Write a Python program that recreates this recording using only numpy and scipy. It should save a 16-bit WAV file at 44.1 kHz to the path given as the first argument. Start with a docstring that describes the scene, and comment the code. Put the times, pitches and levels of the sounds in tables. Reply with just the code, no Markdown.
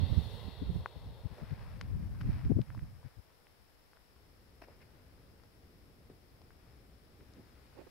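"""A smoke canister vents in an open field: a soft nozzle hiss and plume rush, fading within two seconds.
Gusts and eddies flutter on the two microphone ports of a hand-held camera, then drop.
Dry grass rustles underfoot as stalks rub, with small clicks and a few light shoe scuffs on soil.
A faint high hiss swells briefly three times, then lingers in the background from about 1.5 to 3 s.
A faint distant rumble rises after the wind, over an airy rustle, still air and microphone hiss."""
import sys
import numpy as np
from scipy import signal
from scipy.fft import rfft, irfft, next_fast_len
from scipy.io import wavfile
from scipy.ndimage import map_coordinates

SR = 44100
rng = np.random.default_rng(int(sys.argv[2]) if len(sys.argv) > 2 else 0)


def file_out(sig):
    """Save sig as 16-bit WAV at sys.argv[1]."""
    # one column per channel
    cols = np.atleast_2d(sig).T
    # limit, then scale
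    lim = np.clip(cols, -1, 1)
    pcm = np.round(lim * 32767).astype(np.int16)
    wavfile.write(sys.argv[1], SR, pcm)


N = 348390
TIME_S = np.arange(N) / SR

# nozzle resonances (centre [Hz], width [Hz], gain [dB])
NOZZLE_MODES = [(1350, 380, -8.5), (1680, 200, -10), (1980, 310, -3), (2760, 400, -3.5), (3300, 360, 0),
                (3620, 590, 2), (4210, 810, -2), (5300, 790, -10)]
# plume rush (frequency [Hz], relative density [dB])
PLUME_SPECTRUM = [(150, -29), (300, -13), (430, 0), (530, -1), (680, -7), (850, -5.5), (1050, -9),
                  (1250, -18), (2500, -24.5), (5000, -39)]
# gusts at the ports (time [s], length [s], left level [dB], right level [dB])
WIND_GUSTS = [(0.076, 0.36, -46.5, -31), (0.39, 0.38, -58, -44.5), (0.727, 0.14, -40, -39),
              (1.096, 0.18, -47, -45.5), (1.623, 0.3, -46, -45.5), (1.998, 0.2, -33, -38.5),
              (2.306, 0.26, -34, -36.5), (2.531, .11, -35, -34), (2.766, 0.286, -49, -48.5),
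              (3.62, 0.051, -63, -82)]
# strongest eddies (time [s], level [dB], pitch [Hz], port hit [left/right])
WIND_EDDIES = [(0.032, -24, 95, "right"), (0.128, -22.5, 138.7, "right"), (.18, -20, 115.8, "right"),
               (.483, -31.5, 111, "right"), (0.626, -27.5, 172, "left"), (0.702, -28.5, 142, "right"),
               (.762, -28, 122.5, "right"), (0.969, -38.5, 120, "left"), (1.256, -29.5, 111, "left"),
               (1.32, -36.5, 115.8, "left"), (1.431, -33.5, 113.5, "left"), (1.526, -29, 116.3, "left"),
               (2.295, -23.5, 114.4, "right"), (2.464, -23.5, 115.5, "right"),
               (2.504, -21.5, 199.4, "left"), (2.518, -18, 214.3, "left"), (2.568, -21.5, 151.2, "left"),
               (2.591, -24.5, 269.6, "left"), (2.605, -27.5, 149.3, "left"), (2.778, -34.5, 118.4, "right"),
               (2.831, -32.5, 113, "right"), (3.058, -38, 90, "left"), (3.187, -41, 84, "left")]
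# pressure swings of the breeze (frequency [Hz], relative density [dB])
BREEZE_SPECTRUM = [(15, -12.5), (30, -17.5), (50, -2.5), (80, -0.5), (115, -3), (170, -10), (240, -19),
                   (350, -29), (600, -48.5), (1200, -82)]
# strokes through grass (time [s], level [dB], length [s])
GRASS_STROKES = [(1.38, -65, 0.14), (1.6, -61, 0.26), (1.95, -68.5, 0.42), (2.35, -60, 0.24),
                 (2.7, -70.5, 0.35), (3.07, -69.5, 0.072), (4.95, -78, 0.46), (6.7, -74.5, 0.17),
                 (7.6, -74.5, 0.67)]
# rubbing stalks (frequency [Hz], relative density [dB])
STALK_SPECTRUM = [(250, -19), (600, 2.5), (1000, 1), (1600, 1), (2450, -2.5), (3200, -11.5), (4000, -14),
                  (4700, -13.5), (5400, -18), (6500, -31), (15000, -28)]
# clicks and soft taps (time [s], level [dB], pitch [Hz], brightness [dB])
CLICK_EVENTS = [(.8596, -22.5, 1143, -41), (1.8122, -30.5, 1750, -1.5), (2.2122, -36.5, 1420, -12),
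                (2.4502, -43.5, 1907, -8), (2.616, -41.5, 2800, -10), (2.7032, -40.5, 1453, -35),
                (2.7485, -41, 886, -10.5), (2.7775, -45.5, 1400, -23.5), (2.7935, -44, 1713, -24),
                (3.03, -50.5, 848, -20), (3.4692, -49, 1970, -25), (3.9332, -49.5, 1300, -14),
                (3.9712, -50, 1290, -18), (4.685, -47, 626, -19.5), (4.827, -52, 2120, -26),
                (5.4358, -56.5, 1010, 3), (6.1, -44, 335, -23), (6.4175, -50, 765, -2.5),
                (6.506, -49, 1400, -23), (7.337, -51, 4800, -19)]
# scuffs on soil (time [s], level [dB], length [s], pitch [Hz], grit re rub [dB], left re right [dB])
SOIL_SCUFFS = [(1.402, -55, 0.042, 520, -28, -6), (2.214, -56.5, 0.011, 1400, -2, -1),
               (4.6216, -49, 0.005, 480, -3, -1.5), (4.637, -60, 0.018, 420, 0, 0.5),
               (4.705, -64, 0.07, 480, -8, -1), (4.82, -69, .018, 865, 6, -1),
               (6.107, -57.5, 0.017, 288, -20, 1), (7.223, -57.5, 0.032, 199, -31, 0),
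               (7.389, -57.5, 0.048, 220, -24, 1), (7.795, -57.5, 0.047, 387, -17.5, -21.5),
               (7.873, -55.5, .008, 397, -22, -16)]
# soil grit (frequency [Hz], relative density [dB])
GRIT_SPECTRUM = [(300, -6), (900, -4), (1300, -4), (1800, 3.5), (2300, 3.5), (2800, 0), (3200, -21),
                 (4200, -11.5), (5200, -8), (6500, -30), (14000, -19)]
# swells of faint high hiss (time [s], level [dB], length [s])
HIGH_HISS_SWELLS = [(.26, -73, 0.34), (.76, -77.5, 0.078), (1.38, -81, 0.075), (2.3, -81, 1.255)]
# distant rumble (frequency [Hz], relative density [dB])
RUMBLE_SPECTRUM = [(20, -18), (45, 0.5), (70, 3), (110, -1.5), (160, -7), (300, -9.5), (480, -13),
                   (750, -23.5), (1300, -38), (3000, -55), (8000, -70)]
# still air plus self-noise, per microphone (frequency [Hz], relative density [dB])
FLOOR_LEFT = [(30.0, 1), (70.0, 4.5), (200.0, -9), (600.0, -10), (1100.0, -13.5), (2000.0, -14.5),
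              (3500.0, -22.5), (4500.0, -20), (5300.0, -12.5), (6200.0, -31), (8500.0, -27), (11400.0, -21),
              (13000.0, -26), (15500.0, -25.5)]
FLOOR_RIGHT = [(30.0, -5), (70.0, -9), (200.0, -9), (600.0, -12), (1100.0, -14.5), (2000.0, -18.5),
               (3500.0, -22), (4500.0, -24.5), (5300.0, -30), (6200.0, -30), (8500.0, -29),
               (11400.0, -27.5), (13000.0, -26.5), (15500.0, -27.5)]
# port imbalance for near sounds (frequency [Hz], left re right [dB])
PORT_BALANCE = [(200, -1), (700, 2.5), (1300, 7), (2100, 5.5), (2850, 1.5), (3600, 7), (4100, 9),
                (4500, 12), (5400, 22), (6500, -3.5), (11000, 15), (15000, 4)]


def canister(hiss_db=-55.5, rush_db=-54):
    """Gas hisses through the nozzle's resonances; the plume rushes below and fades more slowly."""
    hiss_gain = amp(hiss_db - 8.5 * TIME_S - 3.5 * TIME_S ** 2)
    rush_gain = amp(rush_db - 6.5 * TIME_S)

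    def nozzle(hz):
        power = sum(np.abs(amp(db) * resonance(hz, centre_hz, width_hz) ** 2) ** 2
                    for centre_hz, width_hz, db in NOZZLE_MODES)
        roll_off = (0.12 + 1 / (1 + (hz / 4650) ** 60)) / (1 + (hz / 5900) ** 12)
        return np.sqrt(power * roll_off)

    hiss = hiss_gain * unit(filtered(white(shared=0.43), nozzle))
    rush = rush_gain * coloured(white(shared=0.84), PLUME_SPECTRUM)
    return hiss + rush


def wind(breeze_hz=104.52, calm_db=-79.5, flutter_db=3.5, eddy_cycles=2.1, evenness=0.34):
    """Gusts reach both ports, each with its own eddies; a faster eddy buffets at a higher pitch."""
    ports = []
    gust_s, length_s, left_db, right_db = np.transpose(WIND_GUSTS)
    for port, gust_db in (("left", left_db), ("right", right_db)):
        flow = amp(calm_db) + swells(zip(gust_s, gust_db, length_s))
        power = (flow * amp(flutter_db * wobble(30))) ** 2
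        weighted_speed = power.copy()
        for at_s, db, pitch_hz, hit in WIND_EDDIES:
            if hit == port:
                eddy_power = (amp(db) * swell(at_s, eddy_cycles / pitch_hz)) ** 2
                power += eddy_power
                weighted_speed += eddy_power * pitch_hz / breeze_hz
        pressure = coloured(rng.standard_normal(N), BREEZE_SPECTRUM)
        analytic = signal.hilbert(pressure, next_fast_len(N))[:N]
        # partly flattened envelope: swing size follows the flow
        swirl = unit(analytic.real / (np.abs(analytic) ** 2 + 0.69) ** (evenness / 2))
        # turbulence passes at the power-weighted mean speed
        position = np.cumsum(weighted_speed / power)
        ports.append(np.sqrt(power) * map_coordinates(swirl, [position], mode="mirror"))
    return np.array(ports)


def grass(grain_db=2.5, stir_db=-86):
    """Stalks rub in a dense run of tiny cracks that swells with each stroke."""
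    grains = unit(white(shared=0.47) * amp(grain_db * wobble(500)))
    unevenness = amp(.8 * wobble(30))
    return (amp(stir_db) + swells(GRASS_STROKES)) * unevenness * coloured(grains, STALK_SPECTRUM)


def clicks(decay_cycles=0.47, echo_db=-14.0, echo_s=0.001976):
    """Each click: a cycle or two of its pitch plus a bright crack, then a weak close reflection."""
    out = np.zeros((2, N + SR))
    age_s = np.arange(SR // 40) / SR
    crack_band = signal.butter(2, [700, 4600], "bandpass", fs=SR)
    for at_s, db, pitch_hz, bright_db in CLICK_EVENTS + stalk_ticks():
        decay = age_s * pitch_hz / decay_cycles
        body = -(decay * np.exp(1 - decay)) ** 2 * np.sin(2 * np.pi * pitch_hz * age_s)
        crack = amp(bright_db - 4.5) * np.exp(-age_s / .0011)
        ground_scatter = amp(bright_db / 2 - 18) * np.exp(-age_s / .0044)
        fizz = rng.standard_normal(len(age_s)) + 0.54 * rng.standard_normal((2, len(age_s)))
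        click = amp(db) * (body + signal.lfilter(*crack_band, (crack + ground_scatter) * fizz))
        for delay_s, gain in ((0, 1), (echo_s, amp(echo_db))):
            start = round((at_s + delay_s) * SR)
            out[:, start:start + len(age_s)] += gain * click
    return out[:, :N]


def stalk_ticks(count=10, from_s=1.5, until_s=7.5, spread_db=6, spread_octaves=0.55, bright_db=-22):
    """Faint random ticks of stalks, as rows like CLICK_EVENTS."""
    return [(from_s + when * (until_s - from_s),
             -58 + spread_db * (2 * size - 1),
             1400 * 2 ** (spread_octaves * (2 * pitch - 1)),
             bright_db) for when, size, pitch in rng.random((count, 3))]


def scuffs():
    """A shoe presses the soil: a short dull rub with grit on top."""
    n_fft = next_fast_len(N)
    soil = rfft(white(shared=0.76), n_fft)
    hz = np.fft.rfftfreq(n_fft, 1 / SR)
    grit = coloured(white(shared=0.32) * amp(2.2 * wobble(600)), GRIT_SPECTRUM)
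    out = np.zeros((2, N))
    for at_s, db, length_s, pitch_hz, grit_db, left_db in SOIL_SCUFFS:
        rub = unit(irfft(soil * resonance(hz, pitch_hz, 1.2 * pitch_hz) ** 2)[:, :N])
        out += amp(db) * pan(left_db) * swell(at_s, length_s) * (rub + amp(grit_db) * grit)
    return out


def high_hiss():
    """Faint high hiss: three brief swells, then a long background one from about 1.5 to 3 s."""
    hiss_hz_db = [(3000, -17), (6500, 0.5), (8500, -2), (12000, -5.0), (15500, -1.5)]
    return pan(left_db=11) * swells(HIGH_HISS_SWELLS) * coloured(white(shared=0.046), hiss_hz_db)


def distant_rumble(quiet_db=-77.5, added_db=-63, midpoint_s=4.24, rise_s=.16):
    """A wavering low rumble comes up, then holds."""
    risen = (1 + np.tanh((TIME_S - midpoint_s) / rise_s)) / 2
    gain = (amp(quiet_db) + amp(added_db) * risen) * amp(1.1 * wobble(8))
    return pan(left_db=1.6) * gain * coloured(white(shared=0.84), RUMBLE_SPECTRUM)


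def airy_rustle(steady_db=-82.5, grows_from_s=6.9, growth_db_per_s=6):
    """A faint high rustle: steady, then growing near the end."""
    gain = amp(steady_db + growth_db_per_s * np.maximum(TIME_S - grows_from_s, 0))
    rustle_hz_db = [(1500, -15), (3500, -1), (4500, -2), (6000, -8.5), (15000, -17)]
    return pan(left_db=9.4) * gain * coloured(white(shared=.1), rustle_hz_db)


def noise_floor(level_db=-65.5):
    """Still air and microphone self-noise, independent on each side."""
    floor = filtered(white(shared=0), lambda hz: amp([along(FLOOR_LEFT, hz), along(FLOOR_RIGHT, hz)]))
    return amp(level_db) * unit(floor)


def amp(db):
    """Decibels to gain."""
    return 10 ** (np.asarray(db) / 20)


def unit(x):
    """Scale to rms 1."""
    return x / np.sqrt(np.mean(x ** 2) + 1e-30)


def pan(left_db):
    """Left and right gains for a level difference."""
    return amp(np.outer([.5, -.5], left_db))


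def along(points, hz):
    """Interpolate (frequency [Hz], value) points on a log axis."""
    knots_hz, values = np.transpose(points)
    return np.interp(np.log(hz + 1), np.log(knots_hz + 1), values)


def wobble(knots_per_s):
    """Smooth random curve."""
    return map_coordinates(rng.standard_normal(int(N * knots_per_s / SR) + 4), [TIME_S * knots_per_s])


def swell(at_s, length_s):
    """Bell of height 1; power is 1/e at half the length from its centre."""
    return np.exp(-2 * np.minimum(((TIME_S - at_s) / length_s) ** 2, 20))


def swells(rows):
    """Gain of (time [s], level [dB], length [s]) bells, summed in power."""
    return np.sqrt(sum((amp(db) * swell(at_s, length_s)) ** 2 for at_s, db, length_s in rows))


def white(shared):
    """Stereo white noise; the shared fraction of its power is common to both sides."""
    return np.sqrt(shared) * rng.standard_normal(N) + np.sqrt(1 - shared) * rng.standard_normal((2, N))


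def filtered(x, response):
    """Apply a frequency response."""
    n_fft = next_fast_len(N + SR // 4)
    return irfft(rfft(x, n_fft) * response(np.fft.rfftfreq(n_fft, 1 / SR)), n_fft)[..., :N]


def coloured(x, spectrum):
    """Shape by (frequency [Hz], level [dB]) points, at rms 1."""
    return unit(filtered(x, lambda hz: amp(along(spectrum, hz))))


def resonance(hz, centre_hz, width_hz):
    """Response of one damped resonance."""
    return 1j * hz * width_hz / (centre_hz ** 2 - hz ** 2 + 1j * hz * width_hz)


def scene():
    """Near sounds and the high hiss mostly favour the left port; the rest adds directly."""
    flicker = amp(.45 * wobble(14))
    sources = flicker * (canister() + high_hiss()) + grass() + clicks() + scuffs()
    at_ports = filtered(sources, lambda hz: pan(along(PORT_BALANCE, hz)))
    return at_ports + wind() + distant_rumble() + airy_rustle() + noise_floor()


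def record(dry):
    """The camera's band limit."""
    cutoff_hz = 15750
    return filtered(dry, lambda hz: hz < cutoff_hz)


dry = scene()
out = record(dry)
file_out(out)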